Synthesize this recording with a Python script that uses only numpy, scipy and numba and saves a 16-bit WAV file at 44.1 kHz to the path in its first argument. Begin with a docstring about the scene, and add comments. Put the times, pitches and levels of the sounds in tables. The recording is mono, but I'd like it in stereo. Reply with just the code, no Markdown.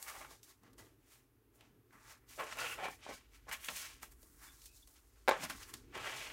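"""Fingers rustle through the pages of a thick handmade journal on a table, over a quiet room hum.
They rub in a paper pocket; glossy photos slide out, fan apart and are knocked square on the page.
Fibres slip in dense tiny jerks that hiss from the sheet and ring the hollows between pages;
creases snap, faint whistles waver in the hiss, and the photos' edges ring the book."""
import sys
import numpy as np
from scipy import signal
from scipy.fft import rfft, irfft
from scipy.io import wavfile
from scipy.ndimage import uniform_filter1d
from numba import njit

SR = 44100
rng = np.random.default_rng(int(sys.argv[2]) if len(sys.argv) > 2 else 0)


def pcm_store(signal):
    """Save signal as 16-bit PCM."""
    levels = np.round(np.clip(np.atleast_2d(signal), -1, 1) * 32767)
    wavfile.write(sys.argv[1], SR, levels.astype(np.int16).T)


N = 278712
LEAN_DB = 3.5  # left over right


def undb(db):
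    return 10 ** (np.asarray(db) / 20)


def unit(x):
    return x / np.sqrt(np.mean(x ** 2))


def decay(t, t60_s):
    return np.exp(-np.log(1000) * t / t60_s)


def band(x, lo_hz, hi_hz, order=2):
    sos = signal.butter(order, [lo_hz, min(hi_hz, .45 * SR)], "band", fs=SR, output="sos")
    return signal.sosfilt(sos, x)


def curves(rows):
    """Rows of (time in seconds, values..) as one sample-rate curve per value."""
    times_s, *columns = np.transpose(rows)
    return [np.interp(np.arange(N) / SR, times_s, column) for column in columns]


def flicker(rate_hz):
    """Ramps between random levels; spread near 1."""
    hold = int(SR / rate_hz)
    return 1.2 * uniform_filter1d(np.repeat(rng.standard_normal(N // hold + 1), hold), hold)[:N]


def stereo(mid, side, width):
    """Left and right from mid and side, leaning left."""
    sign = np.array([[1], [-1]])
    return (mid + width * sign * side) * undb(sign * LEAN_DB / 2)


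def fibre_slips(per_s, spread_db, friction, patchy_db):
    """Stick-slip jerks of paper fibres, a few much larger than the rest, over smooth friction; rms 1."""
    chance, size, noise = rng.random(N), rng.exponential(size=N), rng.standard_normal(N)
    jerks = (chance < per_s / SR) * undb(spread_db * np.minimum(size, 4)) * np.sign(noise)
    return unit((unit(jerks) + friction * noise) * undb(patchy_db * flicker(80)))


# Each row: peak time, 20 dB rise and 20 dB fall in seconds, rustle level in dB, low part, high part
# and hiss in dB re rustle, top octave in dB re hiss, thud in dB re rustle.
PAPER_STROKES = [(0.029, 0.068, 0.15, -77, -13, -1, 11.5, 11, -30),
                 (0.088, 0.057, 0.09, -52, -22, -6, -4.5, 1.5, -28),
                 (0.155, 0.048, 0.075, -59, 2, -5, -13, 8, -27),
                 (0.214, 0.36, 0.12, -60, 0.5, -1, -3, 1.5, -17),
                 (0.313, 0.049, 0.091, -67.5, 2.5, -1.5, 5.5, -2, -2),
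                 (0.435, 0.0067, 0.145, -85.5, -12, 4, 16.5, 3.5, -26),
                 (0.504, 0.089, 0.055, -70.5, -9, -5, 2.5, -1, -30),
                 (0.649, 0.038, 0.14, -70.5, -0.5, -3.5, -7.5, -9, 6.5),
                 (0.788, 0.013, 0.12, -67.5, 7, 4, 2, 0.5, 1),
                 (1.14, 0.13, 0.11, -74.5, -4, 3, 3.5, 3.5, -32),
                 (1.556, 0.022, 0.062, -92.5, 0, -14, 6, 16, -5),
                 (1.624, 0.11, 0.15, -79.5, 6.5, 6, 3, -15, 1),
                 (1.75, 0.2, 0.13, -90.5, -3, -6, -25, -7, 22),
                 (1.931, 0.02, 0.39, -65.5, -11, -27, -16.5, 6, -8.5),
                 (2.122, 0.16, 0.062, -62, -10, -10, -0.5, -3, -32),
                 (2.297, 0.025, 0.45, -69.5, -8, 1.5, 6, 0.5, -11),
                 (2.397, 0.02, 0.11, -47, 4.5, -3.5, -12.5, -1, -21),
                 (2.47, 0.02, 0.069, -62.5, -1, -1, 3, -11, -20),
                 (2.528, 0.084, 0.026, -50, -17, -3.5, -2.5, -13, -17),
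                 (2.604, 0.056, 0.19, -45.5, -3.5, -4, -4, -8, -30),
                 (2.654, 0.065, 0.045, -47, 0.5, 5, -11, -2, -15),
                 (2.727, 0.23, 0.067, -53, -22, 2.5, -4, 3, -24),
                 (2.789, 0.019, 0.12, -52.5, 4.5, -1, -20, 1, -29),
                 (2.852, 0.052, 0.047, -47, 11.5, 4.5, -8.5, -4, -5),
                 (2.914, 0.045, 0.078, -69, -11, 6.5, 6.5, 1.5, -1),
                 (3.038, 0.04, 0.2, -65.5, -6, 8, 3.5, -22, -30),
                 (3.1, 0.043, 0.057, -60.5, 13, 4.5, 1, -23, -15),
                 (3.14, 0.09, 0.087, -64, -16, 1, 4.5, -5, -1),
                 (3.35, 0.043, 0.065, -71, -23, 2, 4, -2.5, -30),
                 (3.487, 0.018, 0.12, -54.5, -1, -9, -8, -16, -3.5),
                 (3.528, 0.014, 0.044, -48.5, -14, 5.5, -1.5, 3, -28),
                 (3.656, 0.09, 0.19, -61.5, -14, 7.5, 1, 7.5, -32),
                 (3.689, 0.0087, 0.082, -54, 2, 0, -0.5, -14, 0),
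                 (3.777, 0.121, 0.14, -61.5, -6.5, 7, 10.5, 1, -14),
                 (3.857, 0.3, 0.14, -59, -14.5, 3.5, 2.5, -6.5, -30),
                 (4.027, 0.014, 0.075, -65, 2.5, 5.5, 1.5, 7, -1),
                 (4.122, 0.026, 0.03, -73.5, -6, -20, 1.5, 9, -14),
                 (4.229, 0.13, 0.72, -80.5, -10, -9, 0.5, 11.5, 4),
                 (4.435, 0.062, 0.14, -60, -17, -12, -4, 4.5, -10),
                 (4.668, 0.33, 0.055, -79.5, -7, -13, 13.5, 1.5, -30),
                 (4.766, 0.11, 0.16, -83.5, 0, -3, 15, 2, -23),
                 (4.874, 0.014, 0.37, -84.5, 2, -7, 8, 7, -30),
                 (4.96, 0.018, 0.076, -74.5, -18, 1, 4, -18, -30),
                 (5.194, 0.31, 0.56, -82.5, -6, -3, 3.5, -3, -30),
                 (5.308, 0.015, 0.097, -42, 3.5, -3, -9.5, -16, -23),
                 (5.442, 0.062, 0.038, -47, 1, 0.5, -0.5, -4.5, 2.5),
                 (5.504, 0.038, 0.068, -56.5, -2, 1, 2.5, -4, 5),
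                 (5.632, 0.27, 0.051, -61.5, -15, -9, 2, -3, -23),
                 (5.693, 0.058, 0.076, -61, -26, -6.5, -4, 4, -16),
                 (5.737, 0.0077, 0.099, -62, -4, -7, 4, -4, 2),
                 (5.952, 0.022, 0.3, -53, -1, 1, -6.5, -10, -12.5),
                 (6.069, 0.11, 0.19, -50, -4, 0.5, -3.5, -8, -33),
                 (6.185, 0.2, 0.36, -57.5, 1.5, 8.5, 3.5, -7.5, -11)]


def stroke_gains(*parts_db):
    """Each stroke of hand or photo swells and dies; overlaps add in power. One gain curve per part."""
    peak_s, rise_s, fall_s = np.transpose(PAPER_STROKES)[:3, :, None]
    grid = np.arange(0, N + 64, 64)
    late_s = grid / SR - peak_s
    shape_db = -20 * np.where(late_s < 0, -late_s / rise_s, late_s / fall_s)
    gains = np.sqrt(undb(parts_db) ** 2 @ undb(shape_db) ** 2)
    return [np.interp(np.arange(N), grid, gain) for gain in gains]


@njit
def resonate(x, hz, q):
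    """State-variable band-pass with a moving centre, gain 1 there."""
    y, band_state, low_state = np.empty(len(x)), 0., 0.
    for i in range(len(x)):
        g = np.tan(np.pi * hz[i] / SR)
        passed = (band_state + g * (x[i] - low_state)) / (1 + g * (g + 1 / q))
        band_state = 2 * passed - band_state
        low_state += 2 * g * passed
        y[i] = passed / q
    return y


# Air enclosed between pages. Each row: start and end in seconds, low, middle and high resonance in Hz,
# closure from 0 to 1.
PAGE_HOLLOWS = [(0.0, 0.364, 770, 1230, 2220, 0.2), (0.617, 0.89, 465, 1226, 2060, 0.32),
                (1.957, 2.157, 840, 1235, 2510, 0.16), (2.38, 2.54, 562, 1100, 2750, 0.06),
                (2.563, 2.767, 493, 1430, 2675, 0.43), (2.791, 2.984, 734, 1773, 2390, 0.42),
                (3.06, 3.18, 570, 1520, 2280, 0.3), (5.927, 6.325, 800, 1840, 2650, 0)]
# Q of the low, middle and high resonance.
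RESONANCE_Q = (11, 16.4, 9.6)
# Low, middle and high part of the rustle. Each row: lower and upper edge in Hz.
RUSTLE_BANDS_HZ = ((350, 880), (1000, 1970), (2000, 3350))


def finger_rub():
    """Coarse jerks rustle, heavy pages thud, and hollows ring where pages close round the fingers."""
    db, low_db, high_db, _, _, thud_db = np.transpose(PAPER_STROKES)[3:]
    low_gain, middle_gain, high_gain, thud_gain = stroke_gains(db + low_db, db, db + high_db, db + thud_db)
    *hollow_hz, closure = curves([(s, *air) for start, end, *air in PAGE_HOLLOWS for s in (start, end)])
    t = np.arange(N) / SR
    inside = sum((t > start) & (t < end) for start, end, *_ in PAGE_HOLLOWS)
    closure = np.clip(uniform_filter1d(closure * inside, size=400), 0, .9)
    layers = []
    for _ in range(2):
        slips = fibre_slips(per_s=1300, spread_db=3.2, friction=1.1, patchy_db=1.6)
        rings = [unit(resonate(resonate(slips, hz, q), hz, q / 2))
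                 for hz, q in zip(hollow_hz, RESONANCE_Q)]
        rustles = [unit(band(slips, *edges)) for edges in RUSTLE_BANDS_HZ]
        low, middle, high = (np.sqrt(closure) * ring + np.sqrt(1 - closure) * rustle
                             for ring, rustle in zip(rings, rustles))
        thud = unit(band(slips, 160, 343))
        # Adjacent bands meet in opposite phase, so the middle is inverted.
        layers.append(low_gain * low - middle_gain * middle + high_gain * high + thud_gain * thud)
    bright_side = signal.lfilter([1, -.8], 1, layers[1])
    return stereo(layers[0], bright_side, width=1.96)


def sheet_slide():
    """Fine, dense jerks hiss as one sheet drags over another."""
    db, _, _, hiss_db, top_db, _ = np.transpose(PAPER_STROKES)[3:]
    hiss_gain, top_gain = stroke_gains(db + hiss_db, db + hiss_db + top_db)
    layers = []
    for _ in range(2):
        slips = fibre_slips(per_s=3000, spread_db=3.5, friction=1.3, patchy_db=1.1)
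        hiss, top = unit(band(slips, 3210, 7350)), unit(band(slips, 7350, 15600))
        layers.append(hiss_gain * hiss - top_gain * top)
    return stereo(*layers, width=1)


def shaped_noise(spectrum):
    """Steady noise from rows of (Hz, dB); rms 1."""
    hz, db = np.transpose(spectrum)
    bins_hz = np.arange(N // 2 + 1) * SR / N + 1
    bins_db = np.interp(np.log(bins_hz), np.log(hz), db, -120, -120)
    return unit(irfft(rfft(rng.standard_normal(N)) * undb(bins_db), N))


# Room hum. Each row: time in seconds, rumble level in dB, drone level in dB.
HUM_LEVELS = [(0.0, -72, -75.5), (0.26, -67.5, -67), (0.56, -81, -76.5), (0.77, -72, -64.5),
              (1.14, -79, -76.5), (1.78, -78, -70.5), (2.36, -70, -72.5), (2.66, -69, -64.5),
              (3.26, -67, -73.5), (3.98, -64, -71.5), (4.89, -67.5, -76.5), (5.28, -64, -73.5),
              (5.54, -62, -65), (6.04, -67, -61), (6.32, -67, -67.5)]
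# Drone and air spectra. Each row: frequency in Hz, relative density in dB.
DRONE_SPECTRUM = [(47, -78), (80, -3), (124, 4), (172, -21.5), (265, -1.5), (447, -6.5), (533, -18.5),
                  (600, -43), (780, -66), (1320, -120)]
AIR_SPECTRUM = [(500, -0.5), (1200, 0), (2600, -7), (4000, -11.5), (8000, -14), (12000, -6), (15800, -8)]


def room_tone():
    """A throbbing rumble near 50 Hz and a low drone, both nearly mono, under faint wide air."""
    rumble_db, drone_db = curves(HUM_LEVELS)
    rumble = stereo(*[unit(band(rng.standard_normal(N), 36.2, 62.2)) for _ in range(2)], width=0.2)
    drone = stereo(shaped_noise(DRONE_SPECTRUM), shaped_noise(DRONE_SPECTRUM), width=0.27)
    air_db = -80 + .5 * flicker(2.8)
    air = stereo(shaped_noise(AIR_SPECTRUM), shaped_noise(AIR_SPECTRUM), width=1)
    return undb(rumble_db) * rumble + undb(drone_db) * drone + undb(air_db) * air


def crack(noise, t60_s):
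    """A bright burst that dies quickly."""
    t = np.arange(len(noise)) / SR
    return .4 * band(noise * decay(t, t60_s), 2930, 13500)


# Creases and taps. Each row: start in seconds, ring peak in dB, pitch in Hz, crack in dB re ring,
# T60 in seconds.
CREASES = [(0.027, -53.5, 1930, 31.5, 0.0057), (0.081, -46, 1660, 6.5, 0.052),
           (0.098, -54, 2200, 15, 0.045), (0.247, -41.5, 1100, -7, 0.017), (0.31, -49, 760, -9, 0.028),
           (0.431, -63.5, 4900, 22.5, 0.015), (0.634, -63.5, 1120, 10, 0.02),
           (0.731, -68, 885, 14.5, 0.039), (0.781, -61, 1180, 11.5, 0.048), (1.557, -66, 501, 6, 0.02),
           (1.608, -52.5, 2050, 2, 0.019), (1.907, -61, 1670, -23, 0.021), (1.928, -57.5, 1620, -9, 0.032),
           (2.378, -47, 900, 0, 0.015), (2.392, -41.5, 570, -14, 0.031), (2.401, -41, 590, -3, 0.041),
           (2.571, -41, 830, 4, 0.017), (2.587, -34, 1540, 1, 0.032), (2.777, -62, 834, -6, 0.022),
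           (2.884, -31, 770, -9, 0.015), (3.006, -62, 1200, 8, 0.016), (3.064, -38.5, 690, -17, 0.024),
           (3.089, -39.5, 510, -17, 0.11), (3.469, -52.5, 507, -23, 0.022), (3.491, -48, 840, 8, 0.077),
           (3.513, -33, 1905, -6, 0.028), (3.645, -54, 2100, 20.5, 0.041), (3.685, -27.5, 2250, -6, 0.024),
           (3.857, -55, 1320, 6, 0.027), (4.03, -37, 1470, 2.5, 0.024), (4.119, -73, 1280, -4, 0.022),
           (4.229, -59, 505, 11, 0.057), (4.256, -68, 590, 1, 0.014), (4.618, -52, 4640, 7, 0.021),
           (4.657, -52, 4470, 13, 0.048), (4.874, -63.5, 1490, 19, 0.028), (4.964, -63, 3140, -2, 0.044),
           (5.45, -39.5, 1350, 10.5, 0.015), (5.498, -34.5, 1510, 1.5, 0.075),
           (5.628, -44.5, 4120, -1, 0.066), (5.739, -41, 3020, 11.5, 0.024), (5.963, -39, 496, -19, 0.071),
           (5.976, -39.5, 1780, -3, 0.024)]
HIT_SAMPLES = 4096


def crease_snaps():
    """Each crease gives a short dull ring around its pitch and a bright crack."""
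    out, t = np.zeros((2, N + HIT_SAMPLES)), np.arange(HIT_SAMPLES) / SR
    for start_s, db, hz, crack_db, t60_s in CREASES:
        ring_noise, crack_noise = rng.standard_normal((2, 2, HIT_SAMPLES))
        envelope = (1 - np.exp(-t / 0.0006)) * decay(t, t60_s)
        rings = band(ring_noise, hz / 1.9, hz * 1.47) * envelope
        rings /= np.abs(rings[0]).max()
        cracks = undb(crack_db) * np.array([crack(noise, t60_s) for noise in crack_noise])
        i = int(start_s * SR)
        out[:, i:i + HIT_SAMPLES] += undb(db) * stereo(*(rings + cracks), width=0.5)
    return out[:, :N]


# Each row: start in seconds, length in seconds, pitch in Hz, level in dB.
THIN_WHISTLES = [(4.453, 0.071, 3500, -69), (4.593, 0.033, 3900, -77), (4.644, 0.12, 2560, -76),
                 (4.82, 0.025, 3510, -66.5)]


def thin_whistles():
    """Faint, brief, narrow whistles at 2.5-4 kHz waver in the sliding hiss."""
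    out, t = np.zeros(N), np.arange(N) / SR
    for start_s, length_s, hz, db in THIN_WHISTLES:
        swell = np.sin(np.pi * np.clip((t - start_s) / length_s, 0, 1))
        out += undb(db) * swell * unit(band(rng.standard_normal(N), hz - 90, hz + 90))
    return stereo(out, 0, width=0)


# Photo edges landing. Each row: start in seconds, ring peak in dB, crack in dB re ring.
EDGE_LANDINGS = [(5.278, -18.5, -15), (5.283, -11.5, -11), (5.287, -26, -11), (5.2909, -12, -21),
                 (5.2939, -18.5, -2), (5.2990, -21, -21), (5.3122, -15.5, -33), (5.3206, -23, -35),
                 (5.324, -27.5, -31), (5.3310, -30, -24), (5.334, -32, -24)]
# Each row: frequency in Hz, relative level in dB before the bass cut, T60 in seconds.
BOOK_MODES = [(250, -45, 0.022), (550, 0, 0.1), (645, -7, 0.031), (850, 9.5, 0.021), (1055, 9.5, 0.011),
              (1510, 8.5, 0.011), (2160, 4.5, 0.008), (3480, 1, 0.003)]


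def photo_knocks():
    """The photos land edge first, a few at a time; each blow favours other modes of the thick book."""
    out, t = np.zeros((2, N + HIT_SAMPLES)), np.arange(HIT_SAMPLES) / SR
    for start_s, db, crack_db in EDGE_LANDINGS:
        scatter_db = rng.normal(0, 2.5, len(BOOK_MODES))
        tunings = rng.normal(1, 0.017, len(BOOK_MODES))
        ring = sum(undb(mode_db + extra_db) * np.sin(2 * np.pi * hz * tuning * t) * decay(t, t60_s)
                   for (hz, mode_db, t60_s), extra_db, tuning in zip(BOOK_MODES, scatter_db, tunings))
        ring = band(ring, 400, 9000)  # small sheets push little bass
        ring /= np.abs(ring).max()
        cracks = [undb(crack_db) * crack(rng.standard_normal(HIT_SAMPLES), t60_s=.014) for _ in range(2)]
        i = int(start_s * SR)
        out[:, i:i + HIT_SAMPLES] += undb(db) * stereo(ring + cracks[0], cracks[1], width=0.7)
    return out[:, :N]


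def reflections(sound, t60_s, level_db):
    """The table top and near walls return a short, dull tail."""
    t = np.arange(SR // 2) / SR
    tail = band(rng.standard_normal((2, len(t))), 450, 3900, order=1) * decay(t, t60_s) * (t > .003)
    tail /= np.sqrt(np.sum(tail ** 2, axis=1, keepdims=True))
    return undb(level_db) * signal.fftconvolve(sound, tail, axes=1)[:, :N]


def scene():
    paper = sheet_slide() + finger_rub() + crease_snaps() + photo_knocks() + thin_whistles()
    return paper + reflections(paper, t60_s=0.056, level_db=-13) + room_tone()


def record(dry):
    """The phone drops the deepest bass and cuts the top steeply."""
    low_cut_hz, high_cut_hz = 36, 15850
    thin = signal.sosfilt(signal.butter(3, low_cut_hz, "high", fs=SR, output="sos"), dry)
    return signal.sosfilt(signal.ellip(10, .2, 80, high_cut_hz, fs=SR, output="sos"), thin)


dry = scene()
out = record(dry)
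pcm_store(out)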